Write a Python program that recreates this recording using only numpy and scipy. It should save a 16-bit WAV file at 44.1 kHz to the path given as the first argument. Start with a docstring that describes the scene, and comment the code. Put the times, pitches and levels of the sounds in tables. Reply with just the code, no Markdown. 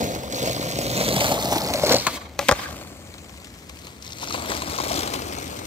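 """A skateboard rolls from right to left over coarse asphalt; traffic drone, leaf hiss and a low hum lie below.
Stones shake wheels, deck, trucks and bearings: noise and clicks drive resonances; a loose washer ticks.
Then shoes scuff, the tail pops (decaying deck modes and noise), the board is caught and lands with a push
of air, a short squeak follows, and the board rolls away to the left.
Two microphone ports a hand apart hear it: lag and colour follow the bearing; trees echo it."""
import sys
import numpy as np
from scipy import signal
from scipy.fft import rfft, irfft, next_fast_len
from scipy.io import wavfile
from scipy.ndimage import map_coordinates

SR = 44100
rng = np.random.default_rng(int(sys.argv[2]) if len(sys.argv) > 2 else 0)


def output_pcm(signal):
    """Save a mono or channel-first signal as 16-bit PCM at the path in sys.argv[1].

    Samples are clipped to [-1, 1] before scaling.
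    """
    pcm = np.clip(np.atleast_2d(signal).T, -1, 1) * 32767
    wavfile.write(sys.argv[1], SR, np.round(pcm).astype(np.int16))


def boost_factor(decibels):
    """Convert a level in decibels to a linear amplitude factor."""
    exponent = np.asarray(decibels, float) / 20
    return 10 ** exponent


N = 249606

# Wheels on the road: (time [s], shaking [dB], weight on the deck [dB], washer play over shaking [dB])
ROAD = [(0, -28, 9.5, -8), (.2, -38, 11, -3.5), (.3, -39, 10, 3), (.34, -33, 4, 11), (.9, -28.5, 1, -4),
        (1.25, -24.5, 1, -29), (1.4, -30, 5.5, 0), (1.5, -30, 7.5, -6), (1.58, -28.5, 1.5, -4),
        (1.62, -32, 6, -7), (1.8, -30, 5.5, 3.5), (1.95, -33.5, 15, 27.5), (2.03, -50.5, 5, 28),
        (2.12, -48, 15, -26), (2.5, -54, 7, -34), (2.56, -44, 3, -25), (2.72, -39.5, 2.5, -25),
        (2.97, -46, 2.5, -7), (3.6, -48, -4, -15), (3.9, -43, -6, -19), (4, -52, 4, -5),
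        (4.04, -41, -10, -3), (4.2, -42, -3, 3), (4.4, -38.5, 5.5, -12), (4.75, -35.5, 1.5, 11),
        (5, -33, 5, 10), (5.15, -33.5, 6, -12), (5.25, -35, 4, -9), (5.66, -37, 0.5, -9)]
# Coarser stretches of road: (middle [s], length [s], extra shaking [dB])
COARSE_PATCHES = [(.45, 0.23, 3), (1.002, 0.35, 2.5), (1.31, .1, 2.5), (1.551, 0.12, 2.5),
                  (1.927, 0.25, 8.5), (4.231, 0.099, 7.5), (4.353, 0.21, 6.5), (4.52, 0.3, 6),
                  (4.725, 0.19, 4.5), (4.939, 0.38, 4.5), (5.145, 0.084, 4.5)]
# Bearing of the board: (time [s], lag of the left port [ms])
BEARING = [(0, 0.38), (.8, 0.34), (1.4, 0.23), (1.9, 0.13), (2.4, -0.017), (3, -0.12), (3.8, -0.19),
           (4.6, -0.25), (5.66, -0.36)]
# Loaded deck favours its upper bending resonances: (time [s], tilt [dB])
LOAD_TILT = [(0, -8.5), (1, -12), (1.2, 2), (1.35, 9), (1.55, 13.5), (1.75, 1), (1.93, -0.5), (2.4, 0),
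             (2.8, -3), (3.6, -6), (4.3, -0.5), (4.9, 6), (5.66, -3)]

# Resonances of the board: (centre [Hz], width [Hz], level coming [dB], level going [dB])
RUMBLE_MODES = [(119.8, 21.7, 7, 3.5), (184, 99, 3, -1), (303, 127, -2, 1.5)]
BENDING_MODES = [(499, 101, -1.5, -3), (573, 46.5, 4.5, 4.5), (641, 111, 0.5, 0.5), (790, 136, -3, 0),
                 (860, 71, -3.5, -0.5)]
RINGING_MODES = [(963, 145, 6, 3.5), (1166, 192, 9.5, 6), (1313, 344, 7, 3), (1667, 460, 5.5, -0.5),
                 (1910, 370, 1, -4.5)]
RATTLE_MODES = [(2103, 384, -0.5, 3.5), (2614, 870, -1.5, 3), (3304, 910, -0.5, 2.5), (4250, 814, 1.5, 3.5),
                (4814, 1060, -1, 1.5), (5990, 1290, -3.5, -1), (7540, 1550, -7, -2.5), (8390, 800, -13, -4)]
HISS_MODES = [(8100, 4900, -10.5, -3.5), (10960, 500, -2, 4.5), (13100, 4200, -6, -2),
              (15900, 360, -3, -16)]
WASHER_MODES = [(3650, 470, -47, -6), (4290, 300, 3, -3), (5080, 360, -0.5, -1.5), (5370, 400, -3, -1.5),
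                (5800, 320, -7.5, -2.5), (6750, 610, -23, -7)]
BEARING_MODES = [(6160, 500, -3, -6), (7500, 1500, 3, 5)]

# One value per part (rumble, bending, ringing, rattle, hiss): level against the shaking [dB]
PARTS_COMING_DB = [-1.5, 1, -6, 2.5, -6.5]
PARTS_GOING_DB = [-1, -3, -3, 0.5, -8.5]
# Same parts: share of the weight, coarse-stretch and tilt decibels that each follows [dB/dB]
WEIGHT_SHARE = [0.38, 0.64, 0.24, 0, 0.0053]
PATCH_SHARE = [0.36, 0.89, 1.4, 1.47, 1.1]
TILT_SHARE = [-0.06, 0.24, 0.15, 0.024, 0.19]
# Same parts: level against the scuff [dB]
SCUFF_PARTS_DB = [-8.5, -36, -10.5, 1.5, -10]

# A wheel strikes a large stone: (time [s], crack [dB], deck [dB])
JOLTS = [(0.01, -23, -8.5), (0.3244, -22, -24), (0.418, -27, -10), (.44, -33, -9.5), (0.4737, -21, -9.5),
         (0.788, -20, -14), (0.9716, -39, -13), (1.012, -19, -13), (1.087, -15.5, -33), (1.163, -13.5, -3),
         (1.206, -12.5, -3.5), (1.2206, -30, -38), (1.315, -23, -3.5), (1.425, -19, -22), (1.5252, -26, -9),
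         (1.699, -39, -9.5), (1.7367, -13.5, -19), (1.76, -33, -19), (1.839, -21, -11), (1.867, -16.5, -28),
         (1.911, -21, -1.5), (1.943, -29, -4), (2.6854, -38, -17), (2.811, -35, -21), (2.95, -44, -35),
         (3.14, -36, -28), (3.181, -37.5, -35), (3.294, -38.5, -29), (3.375, -38, -37), (3.445, -33, -41),
         (3.47, -38, -34), (3.54, -38, -44), (3.695, -30.5, -27), (3.77, -41, -40), (3.789, -37.5, -40),
         (3.846, -42, -37), (3.869, -32, -26), (4.184, -32, -30), (4.23, -37, -16), (4.273, -28, -21),
         (4.305, -29, -30), (4.342, -23, -8.5), (4.445, -43, -15), (4.5, -21, -11), (4.517, -22, -10.5),
         (4.62, -22.5, -25), (4.675, -32, -13), (4.785, -22, -18), (4.8005, -24.5, -10.5),
         (4.848, -29, -15.5), (4.897, -22.5, -19), (5.032, -20.5, -16), (5.075, -21, -19), (5.22, -26, -25),
         (5.3235, -27, -24), (5.385, -26.5, -22)]
# Jolt on the deck: (bending against deck [dB], ringing against deck [dB])
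JOLT_COMING_DB = [-10, -34]
JOLT_GOING_DB = [-15.5, -9]
# A wheel drops hard, one deck note: (time [s], start level [dB], pitch [Hz], t60 [s])
THUDS = [(0.01, -17.5, 597, 0.04), (0.437, -13, 500, 0.016), (0.474, -12.5, 580, 0.017),
         (0.788, -15, 600, 0.032), (1.01, -14.5, 600, 0.035), (1.091, -15, 510, 0.025),
         (1.163, -16, 484, 0.033), (1.209, -24, 620, 0.021), (1.251, -20, 510, 0.042),
         (1.315, -13.5, 765, 0.03), (1.525, -7.5, 790, 0.016), (1.564, -22, 754, 0.025),
         (1.748, -18, 588, 0.094), (1.836, -7, 596, 0.064), (1.908, -9, 505, 0.03),
         (1.942, -6.5, 531, 0.049), (4.229, -25, 910, 0.043), (4.308, -21, 1200, 0.023),
         (4.345, -17, 1050, 0.018), (4.4458, -27, 1110, 0.021), (4.495, -23, 408, 0.053),
         (4.62, -20, 1020, 0.025), (4.675, -25, 900, 0.022), (4.786, -20, 1080, 0.046),
         (4.799, -22, 675, 0.034), (4.911, -19, 674, 0.035), (5.032, -22, 409, 0.028),
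         (5.219, -33, 433, 0.025), (5.322, -34, 353, 0.025), (5.383, -22.5, 735, 0.032)]
# Notes of the deck under small stones: (pitch [Hz])
KNOCK_HZ = [330, 480, 620, 800, 1050, 1250]
# Spinning bearings: (time [s], level [dB])
SIZZLE = [(0, -63), (.3, -63), (1.9, -47), (2.1, -75), (2.5, -80), (2.6, -54), (3, -56), (3.8, -58),
          (4.2, -63), (5.66, -60)]
# Clearest ticks of the washer: (time [s], start level [dB])
CLEAR_TICKS = [(1.341, -25), (1.3877, -30), (1.3992, -22.5), (1.4256, -27), (1.4431, -25), (1.4555, -23),
               (1.47, -29), (1.4925, -30), (1.5114, -26), (1.5404, -26), (1.5614, -23), (1.602, -23),
               (1.618, -20.5), (1.6314, -31), (1.6465, -22), (1.6744, -23.5), (1.686, -32), (1.703, -22.5),
               (1.7144, -39), (1.7579, -19), (1.784, -24), (1.8233, -25), (1.8487, -17), (1.9455, -13),
               (1.958, -14), (1.9884, -24), (1.9994, -20), (4.024, -29.5), (4.047, -33), (4.0646, -27),
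               (4.077, -30), (4.0894, -42), (4.1061, -33), (4.121, -27), (4.131, -25.5), (4.1664, -43),
               (4.1844, -32), (4.1984, -32), (4.214, -28), (4.2244, -29), (4.237, -24), (4.2647, -34),
               (4.2727, -28), (4.285, -25), (4.2964, -28), (4.3061, -27), (4.3241, -22), (4.338, -25)]
# Shoes drag over the grip tape: (start [s], end [s], level [dB])
SCUFFS = [(1.953, 2.121, -31), (2.126, 2.173, -29.5), (2.18, 2.25, -46), (2.39, 2.539, -34),
          (2.544, 2.657, -34.5)]
# Tail pop, catch, landing: (time [s], crack [dB], deck bending [dB], deck ringing [dB], nominal t60 [s])
BLOWS = [(2.0672, -10.5, -23, -12.5, 0.077), (2.3907, -13, -23, -15, 0.025),
         (2.4112, -28, -25.5, -32, 0.064), (2.485, -8, -16, -20, 0.059), (2.49, -14.5, -24, -5, 0.025),
         (2.5121, -11, -11, -10, 0.033), (2.5223, -19, -26, -12, 0.016)]
# Clean strikes on the deck: (time [s], low group [dB], middle group [dB], high group [dB])
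STRIKES = [(2.0664, -21, -14.5, -27), (2.0693, -19, -13.5, -19.5), (2.391, -12.5, -18.5, -17.5),
           (2.4105, -29, -36, -40), (2.426, -27, -39, -41), (2.4868, -14.5, -27, -20),
           (2.4906, -8.5, -14, -18), (2.5125, -7, -20, -23), (2.5205, -7, -18, -25)]
# Modes of the struck deck: (pitch [Hz], level in group [dB], t60 [s], group [index])
DECK_MODES = [(571, -2, 0.049, 0), (818, -3, 0.036, 0), (1050, -9, .05, 1), (1153, 0.5, .045, 1),
              (1670, -0.5, 0.028, 2), (1995, -4.5, 0.037, 2), (2510, -0.5, 0.021, 2)]

# Traffic and leaves, relative spectrum: (frequency [Hz], density [dB])
FAR_SPECTRUM = [(18, -52), (30, -30), (48, -42), (95, -2), (184, 4.5), (259, -2), (426, -6.5), (554, -14.5),
                (866, -14), (962, -18), (2170, -14), (12600, -74), (16000, -53.5)]
# Low hum: (time [s], pitch [Hz], level [dB])
HUM = [(0, 59, -50), (.8, 61.2, -47), (1.4, 61.1, -49), (2, 62, -55), (3, 63.8, -66), (5.66, 64, -60)]
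# Echoes from the trees: (delay [s], level [dB])
TREES = [(0.023, -24), (0.052, -22.5), (0.087, -17.5), (0.129, -20.5), (0.172, -23)]
# Shading by the microphone body, board on the right / left: (frequency [Hz], left minus right [dB])
SHADE_COMING = [(60, -4), (110, 0), (200, 2.5), (380, 0), (700, 1.5), (1290, 5.5), (2380, 2), (4400, 1.5),
                (8120, -7.5), (15000, -2.5)]
SHADE_GOING = [(60, -7), (110, 1), (200, 1.5), (380, 1.5), (700, 4), (1290, 8.5), (2380, 5), (4400, 8.5),
               (8120, 6), (15000, -2)]
# The ports differ in build: (frequency [Hz], lead of the left port [rad])
PORT_LEAD = [(200, 0.15), (500, 0.3), (900, 0.6), (1400, 0.15), (2200, 0.3)]

FAR_BALANCE_DB, FAR_ALIKE_HZ = 3, 900  # left over right; ports alike below
AIR_DB, TRAFFIC_DB = -48.5, -50.5
THRUM_DB, THRUM_FOLLOWS = -46, 0.48  # level at mean shaking plus weight; share of its swing
SMOOTHER_GOING = .45  # share by which the stones even out as the board rolls away
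GRIT_PER_S, GRIT_SPREAD_DB, GRIT_DB = 450, 6.0, -5.0  # level against the shaking
KNOCKS_PER_S, KNOCK_CYCLES = 110, 7.0  # cycles to fall 60 dB
KNOCK_COMING_DB, KNOCK_GOING_DB = -9, -8.5  # against the shaking
TICK_T60_S, TICK_SNAP_DB = .016, 13  # snap: first contact of a clear tick, above its rattle
JOLT_T60_S = 0.047
CHIP_DB, CHIP_HZ, CHIP_WIDTH_HZ = 3, 2400, 5100  # click of a jolt, against its crack
SCUFF_EDGE_S = 0.024
STRIKE_RISE_S = .0004
SNAP_DB, SNAP_T60_S = 0, 0.0056  # hard first contact of a blow, against its body
SLAM_S, SLAM_DB, SLAM_LENGTH_S = 2.516, -11.5, 0.0051
SQUEAK_S, SQUEAK_LENGTH_S, SQUEAK_DB = 2.628, .06, -36
SQUEAK_HZ, SQUEAK_WIDTH_HZ = 1620, 200


def rms_one(x):
    """Scales to rms 1."""
    return x / np.sqrt(np.mean(x ** 2) + 1e-20)


def in_time(rows):
    """Interpolates the columns of a table sample by sample."""
    s, *columns = np.transpose(rows)
    return [np.interp(np.arange(N) / SR, s, c) for c in columns]


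def band(order, edge_hz, kind, x):
    """Butterworth filter."""
    return signal.sosfilt(signal.butter(order, edge_hz, kind, fs=SR, output="sos"), x)


def coloured(x, points, share=1, lead=0):
    """Applies a share of a smooth (Hz, dB) spectrum and a share of the port phase lead."""
    size = next_fast_len(N)
    log_hz = np.log(np.arange(size // 2 + 1) * SR / size + 1)
    hz, level_db = np.transpose(points)
    lead_hz, lead_rad = np.transpose(PORT_LEAD)
    gain = boost_factor(share * np.interp(log_hz, np.log(hz), level_db))
    turn = np.exp(1j * lead * np.interp(log_hz, np.log(lead_hz), lead_rad))
    return irfft(rfft(x, size) * gain * turn, size)[..., :N]


def fading(x, t60_s):
    """Each click leaves an envelope that falls 60 dB in t60_s."""
    return signal.lfilter([1], [1, -boost_factor(-60 / (t60_s * SR))], x + 1e-18)


def random_clicks(per_s, spread_db, limit):
    """Clicks at random times, of random sign and uneven size."""
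    sizes = boost_factor(spread_db * np.minimum(rng.exponential(1, N), limit))
    return sizes * rng.choice([-1, 1], N) * (rng.random(N) < per_s / SR)


def stones(per_s, spread_db, t60_s, bed):
    """Random stones of uneven size over the even grain of the road; rms 1."""
    sizes = boost_factor(spread_db * np.minimum(rng.exponential(1, N), 2.5))
    hits = fading(sizes * (rng.random(N) < per_s / SR), t60_s)
    return rms_one(np.hypot(rms_one(hits), bed))


def three(alike):
    """White noise common to both ports, then one for each port's own share."""
    alike = np.clip(alike, 0, 1) * np.ones(N)
    return rng.standard_normal((3, N)) * np.sqrt([alike, 1 - alike, 1 - alike])


def body(force, modes, going, loose=0, tilt_db=0):
    """Parallel resonances, rms 1 for white force; levels follow the bearing, loose parts chatter apart."""
    out, power = 0, 0
    own = np.ones(N)
    if loose:
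        own = rms_one(stones(per_s=110, spread_db=7.0, t60_s=0.072, bed=0.42) ** loose)
    for k, (hz, width_hz, coming_db, going_db) in enumerate(modes):
        r = np.exp(-np.pi * width_hz / SR)
        gain = boost_factor(coming_db) * (1 - going) + boost_factor(going_db) * going
        gain = gain * boost_factor(tilt_db * (k / len(modes) - .5))
        drive = force * np.roll(own, k * N // len(modes))
        poles = [1, -2 * r * np.cos(2 * np.pi * hz / SR), r * r]
        ring = signal.lfilter([(1 - r * r) / 2, 0, (r * r - 1) / 2], poles, drive)
        out = out + (-1) ** k * gain * ring
        power = power + gain ** 2 * (1 - r * r) / 2
    return out / np.sqrt(power)


def far_sides():
    """Gains that set the background louder on the left."""
    return boost_factor([[FAR_BALANCE_DB / 2], [-FAR_BALANCE_DB / 2]])


def far(shaking_db):
    """Noise as traffic drone, wheel thrum and leaf hiss, alike at both ports only in the bass."""
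    common, *own = rng.standard_normal((3, N))
    air = band(1, FAR_ALIKE_HZ, "low", common) + band(1, FAR_ALIKE_HZ, "high", own)
    drone = band(2, [55, 92], "band", common)
    thrum = boost_factor(THRUM_DB + THRUM_FOLLOWS * (shaking_db - shaking_db.mean()))
    drone_level = np.hypot(boost_factor(TRAFFIC_DB), thrum)
    return far_sides() * (boost_factor(AIR_DB) * rms_one(coloured(air, FAR_SPECTRUM)) + drone_level * rms_one(drone))


def hum():
    """A sine of slowly drifting low pitch, louder on the left."""
    hz, level_db = in_time(HUM)
    tone = np.sqrt(2) * boost_factor(level_db) * np.sin(2 * np.pi * (np.cumsum(hz) / SR + rng.random()))
    return tone * far_sides()


def road():
    """Shaking, extra shaking on the coarse stretches, weight and washer play."""
    shaking_db, weight_db, play_db = in_time(ROAD)
    t = np.arange(N) / SR
    coarse_db = np.zeros(N)
    for s, length_s, db in COARSE_PATCHES:
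        coarse_db += db * np.cos(np.pi * np.clip((t - s) / length_s, -.5, .5)) ** 2
    return shaking_db, coarse_db, weight_db, play_db


def rolling(going, shaking_db, coarse_db, weight_db, tilt_db):
    """Forces on the five parts: the same stones shake all, metal chatters in shorter bursts."""
    shake = stones(per_s=150, spread_db=4.5, t60_s=0.025, bed=1.3) ** (1 - SMOOTHER_GOING * going)
    chatter = shake ** .5 * stones(per_s=400, spread_db=3.0, t60_s=0.011, bed=0.89)
    grain = [shake ** .4, shake, shake * chatter ** .3, chatter, chatter ** .9]
    parts_db = np.outer(PARTS_COMING_DB, 1 - going) + np.outer(PARTS_GOING_DB, going)
    parts_db += np.outer(WEIGHT_SHARE, weight_db) + np.outer(PATCH_SHARE, coarse_db)
    parts_db += np.outer(TILT_SHARE, tilt_db)
    return boost_factor(shaking_db + parts_db) * grain


def sizzle(going):
    """Spinning bearings: noise through two treble resonances."""
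    level_db, = in_time(SIZZLE)
    return body(boost_factor(level_db) * three(0.55), BEARING_MODES, going)


def grit(going, shaking_db):
    """Lone grains click against the trucks and excite the rattle resonances."""
    clicks = rms_one(random_clicks(GRIT_PER_S, GRIT_SPREAD_DB, 3))
    return body(boost_factor(shaking_db + GRIT_DB) * clicks, RATTLE_MODES, going)


def knocks(going, shaking_db):
    """Small stones rap the deck at random; each rap is a brief wooden note."""
    clicks = random_clicks(KNOCKS_PER_S, 6.0, 2.5)
    dealt, out = rng.integers(0, len(KNOCK_HZ), N), 0
    for k, hz in enumerate(KNOCK_HZ):
        r, w = boost_factor(-60 * hz / (KNOCK_CYCLES * SR)), 2 * np.pi * hz / SR
        raps = clicks * (dealt == k) + 1e-18
        out = out + signal.lfilter([0, np.sin(w)], [1, -2 * r * np.cos(w), r * r], raps)
    return boost_factor(shaking_db + KNOCK_COMING_DB * (1 - going) + KNOCK_GOING_DB * going) * rms_one(out)


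def washer(per_s, jitter, t60_s):
    """A loose washer ticks at a nearly steady rate, with uneven strength."""
    draws = rng.standard_normal((N * 150 // SR, 2))
    at = np.cumsum(SR / per_s * np.exp(jitter * draws[:, 0])).astype(int)
    ticks = np.zeros(N)
    ticks[at[at < N]] = boost_factor(2.0 * np.clip(draws[at < N, 1], -2, 1))
    return fading(ticks, t60_s)


def washer_ticks(going, level_db):
    """Steady and clear ticks as noise bursts through the washer resonances; clear ones start with a snap."""
    s, db = np.transpose(CLEAR_TICKS)
    clear = np.zeros(N)
    clear[(s * SR).astype(int)] = boost_factor(db)
    steady = boost_factor(level_db) * washer(per_s=70, jitter=.2, t60_s=0.014)
    force = np.hypot(steady, fading(clear, TICK_T60_S)) * three(0.85)
    force[0] += boost_factor(TICK_SNAP_DB) * clear
    return body(force, WASHER_MODES, going)


def jolt_clicks():
    """Each jolt begins with one dry, strongly damped click."""
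    out, age_s = np.zeros(N + SR), np.arange(SR // 8) / SR
    click = boost_factor(CHIP_DB) * np.exp(-np.pi * CHIP_WIDTH_HZ * age_s) * np.cos(2 * np.pi * CHIP_HZ * age_s)
    for (s, crack_db, _), sign in zip(JOLTS, rng.choice([-1, 1], len(JOLTS))):
        i = round(s * SR)
        out[i:i + len(age_s)] += sign * boost_factor(crack_db) * click
    return out[:N]


def blows(going):
    """Jolts and blows: rough forces that start at once and die fast, faster in the treble."""
    force, jolts = np.zeros((5, N)), []
    for s, crack_db, deck_db in JOLTS:
        away = going[round(s * SR)]
        deck_parts_db = deck_db + (1 - away) * np.array(JOLT_COMING_DB) + away * np.array(JOLT_GOING_DB)
        jolts.append((s, crack_db, *deck_parts_db, JOLT_T60_S))
    age_s = np.arange(SR // 8) / SR
    snap = 1 + boost_factor(SNAP_DB - 60 * age_s / SNAP_T60_S)
    speed = np.array([[.8], [.7], [.9], [1.2], [1.8]])  # decay of each part against the nominal t60
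    for s, crack_db, bending_db, ringing_db, t60_s in BLOWS + jolts:
        i = round(s * SR)
        levels_db = np.array([[bending_db - 6.0], [bending_db], [ringing_db], [crack_db], [crack_db - 15.0]])
        force[:, i:i + len(age_s)] += boost_factor(levels_db - 60 * age_s / t60_s * speed) * snap
    return force


def thuds():
    """Each thud is one damped deck note that starts at once."""
    out, age_s = np.zeros(N + SR), np.arange(SR // 8) / SR
    for s, db, hz, t60_s in THUDS:
        i = round(s * SR)
        out[i:i + len(age_s)] += boost_factor(db - 60 * age_s / t60_s) * np.sin(2 * np.pi * hz * age_s)
    return out[:N]


def scuffs():
    """A dragging shoe rasps evenly, mostly in the rattle part."""
    t = np.arange(N) / SR
    drag = np.zeros(N)
    for start, end, db in SCUFFS:
        drag += boost_factor(db) * np.clip(np.minimum(t - start, end - t) / SCUFF_EDGE_S + .5, 0, 1)
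    return np.outer(boost_factor(SCUFF_PARTS_DB), drag)


def strikes():
    """Each strike sets the modes of the deck ringing as decaying sines."""
    out, age_s = np.zeros(N + SR), np.arange(SR // 8) / SR
    rise = np.minimum(age_s / STRIKE_RISE_S, 1)
    for s, *group_db in STRIKES:
        i = round(s * SR)
        for hz, db, t60_s, group in DECK_MODES:
            decay = boost_factor(group_db[int(group)] + db - 60 * age_s / t60_s)
            out[i:i + len(age_s)] += decay * np.sin(2 * np.pi * hz * age_s) * rise
    return out[:N]


def slam():
    """The full weight lands: one smooth push of air."""
    out = np.zeros(N)
    i, push = round(SLAM_S * SR), np.hanning(round(SLAM_LENGTH_S * SR))
    out[i:i + len(push)] = boost_factor(SLAM_DB) * push
    return out


def squeak(going):
    """A short blurred squeak after the landing: narrow-band noise that swells and fades."""
    out = np.zeros(N)
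    i, swell = round(SQUEAK_S * SR), np.hanning(round(SQUEAK_LENGTH_S * SR)) ** 2
    tone = body(rng.standard_normal(N), [(SQUEAK_HZ, SQUEAK_WIDTH_HZ, 0, 0)], going)
    out[i:i + len(swell)] = boost_factor(SQUEAK_DB) * swell * tone[i:i + len(swell)]
    return out


def board(going, shaking_db, coarse_db, weight_db, play_db):
    """Rolling, scuffs and blows drive the same resonances; the treble is less alike at the two ports."""
    tilt_db, = in_time(LOAD_TILT)
    dragged = np.hypot(rolling(going, shaking_db, coarse_db, weight_db, tilt_db), scuffs())
    rumble, bending, ringing, rattle, hiss = np.hypot(dragged, blows(going))
    sound = body(rumble * three(0.95), RUMBLE_MODES, going, tilt_db=0.77 * weight_db)
    sound += body(bending * three(0.98), BENDING_MODES, going, tilt_db=tilt_db)
    sound += body(ringing * three(1.0), RINGING_MODES, going)
    sound += body(rattle * three(0.78 - 0.2 * going), RATTLE_MODES, going, loose=0.29)
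    sound += body(hiss * three(0.023), HISS_MODES, going)
    sound += sizzle(going) + washer_ticks(going, shaking_db + play_db)
    rough_db = shaking_db + coarse_db
    sound[0] += grit(going, rough_db) + knocks(going, rough_db + weight_db / 2)
    sound[0] += jolt_clicks() + thuds() + strikes() + slam() + squeak(going)
    return sound


def ports(sound, lag_ms, going):
    """The nearer port hears the board first; shading by the microphone body follows the bearing."""
    both, out = sound[0] + sound[1:], np.zeros((2, N))
    for k, half in enumerate((.5, -.5)):
        heard = map_coordinates(both[k], [np.arange(N) - half * lag_ms * SR / 1000], order=3)
        out[k] = (1 - going) * coloured(heard, SHADE_COMING, half, half)
        out[k] += going * coloured(heard, SHADE_GOING, half, half)
    return out


def trees(x):
    """A few smeared echoes from the trunks, which scatter the middle pitches best."""
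    out = np.zeros((2, N))
    for s, db in TREES:
        i, smear = round(s * SR), rng.standard_normal((2, 1500)) * np.hanning(1500) / 24
        out[:, i:] += boost_factor(db) * signal.fftconvolve(x[None], smear, axes=1)[:, :N - i]
    return band(2, [800, 6000], "band", out)


def scene():
    """Board, echoes and background."""
    lag_ms, = in_time(BEARING)
    going = np.clip(.55 - 1.7 * lag_ms, 0, 1)  # 0 = coming on the right, 1 = going on the left
    shaking_db, coarse_db, weight_db, play_db = road()
    sound = board(going, shaking_db, coarse_db, weight_db, play_db)
    return ports(sound, lag_ms, going) + trees(sound[0]) + far(shaking_db + weight_db) + hum()


def top_cut(x):
    """Nothing passes above the cut-off."""
    return signal.sosfilt(signal.butter(12, 16470, fs=SR, output="sos"), x)


def record(dry):
    """Bass is cut, peaks are rounded, the top is cut steeply."""
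    x = band(5, 57, "high", dry)
    rounded = 1.5 * np.tanh(x / 1.5)
    mix = signal.sosfilt(signal.cheby2(16, 35, 15850, fs=SR, output="sos"), rounded)
    return top_cut(mix)


dry = scene()
out = record(dry)
output_pcm(out)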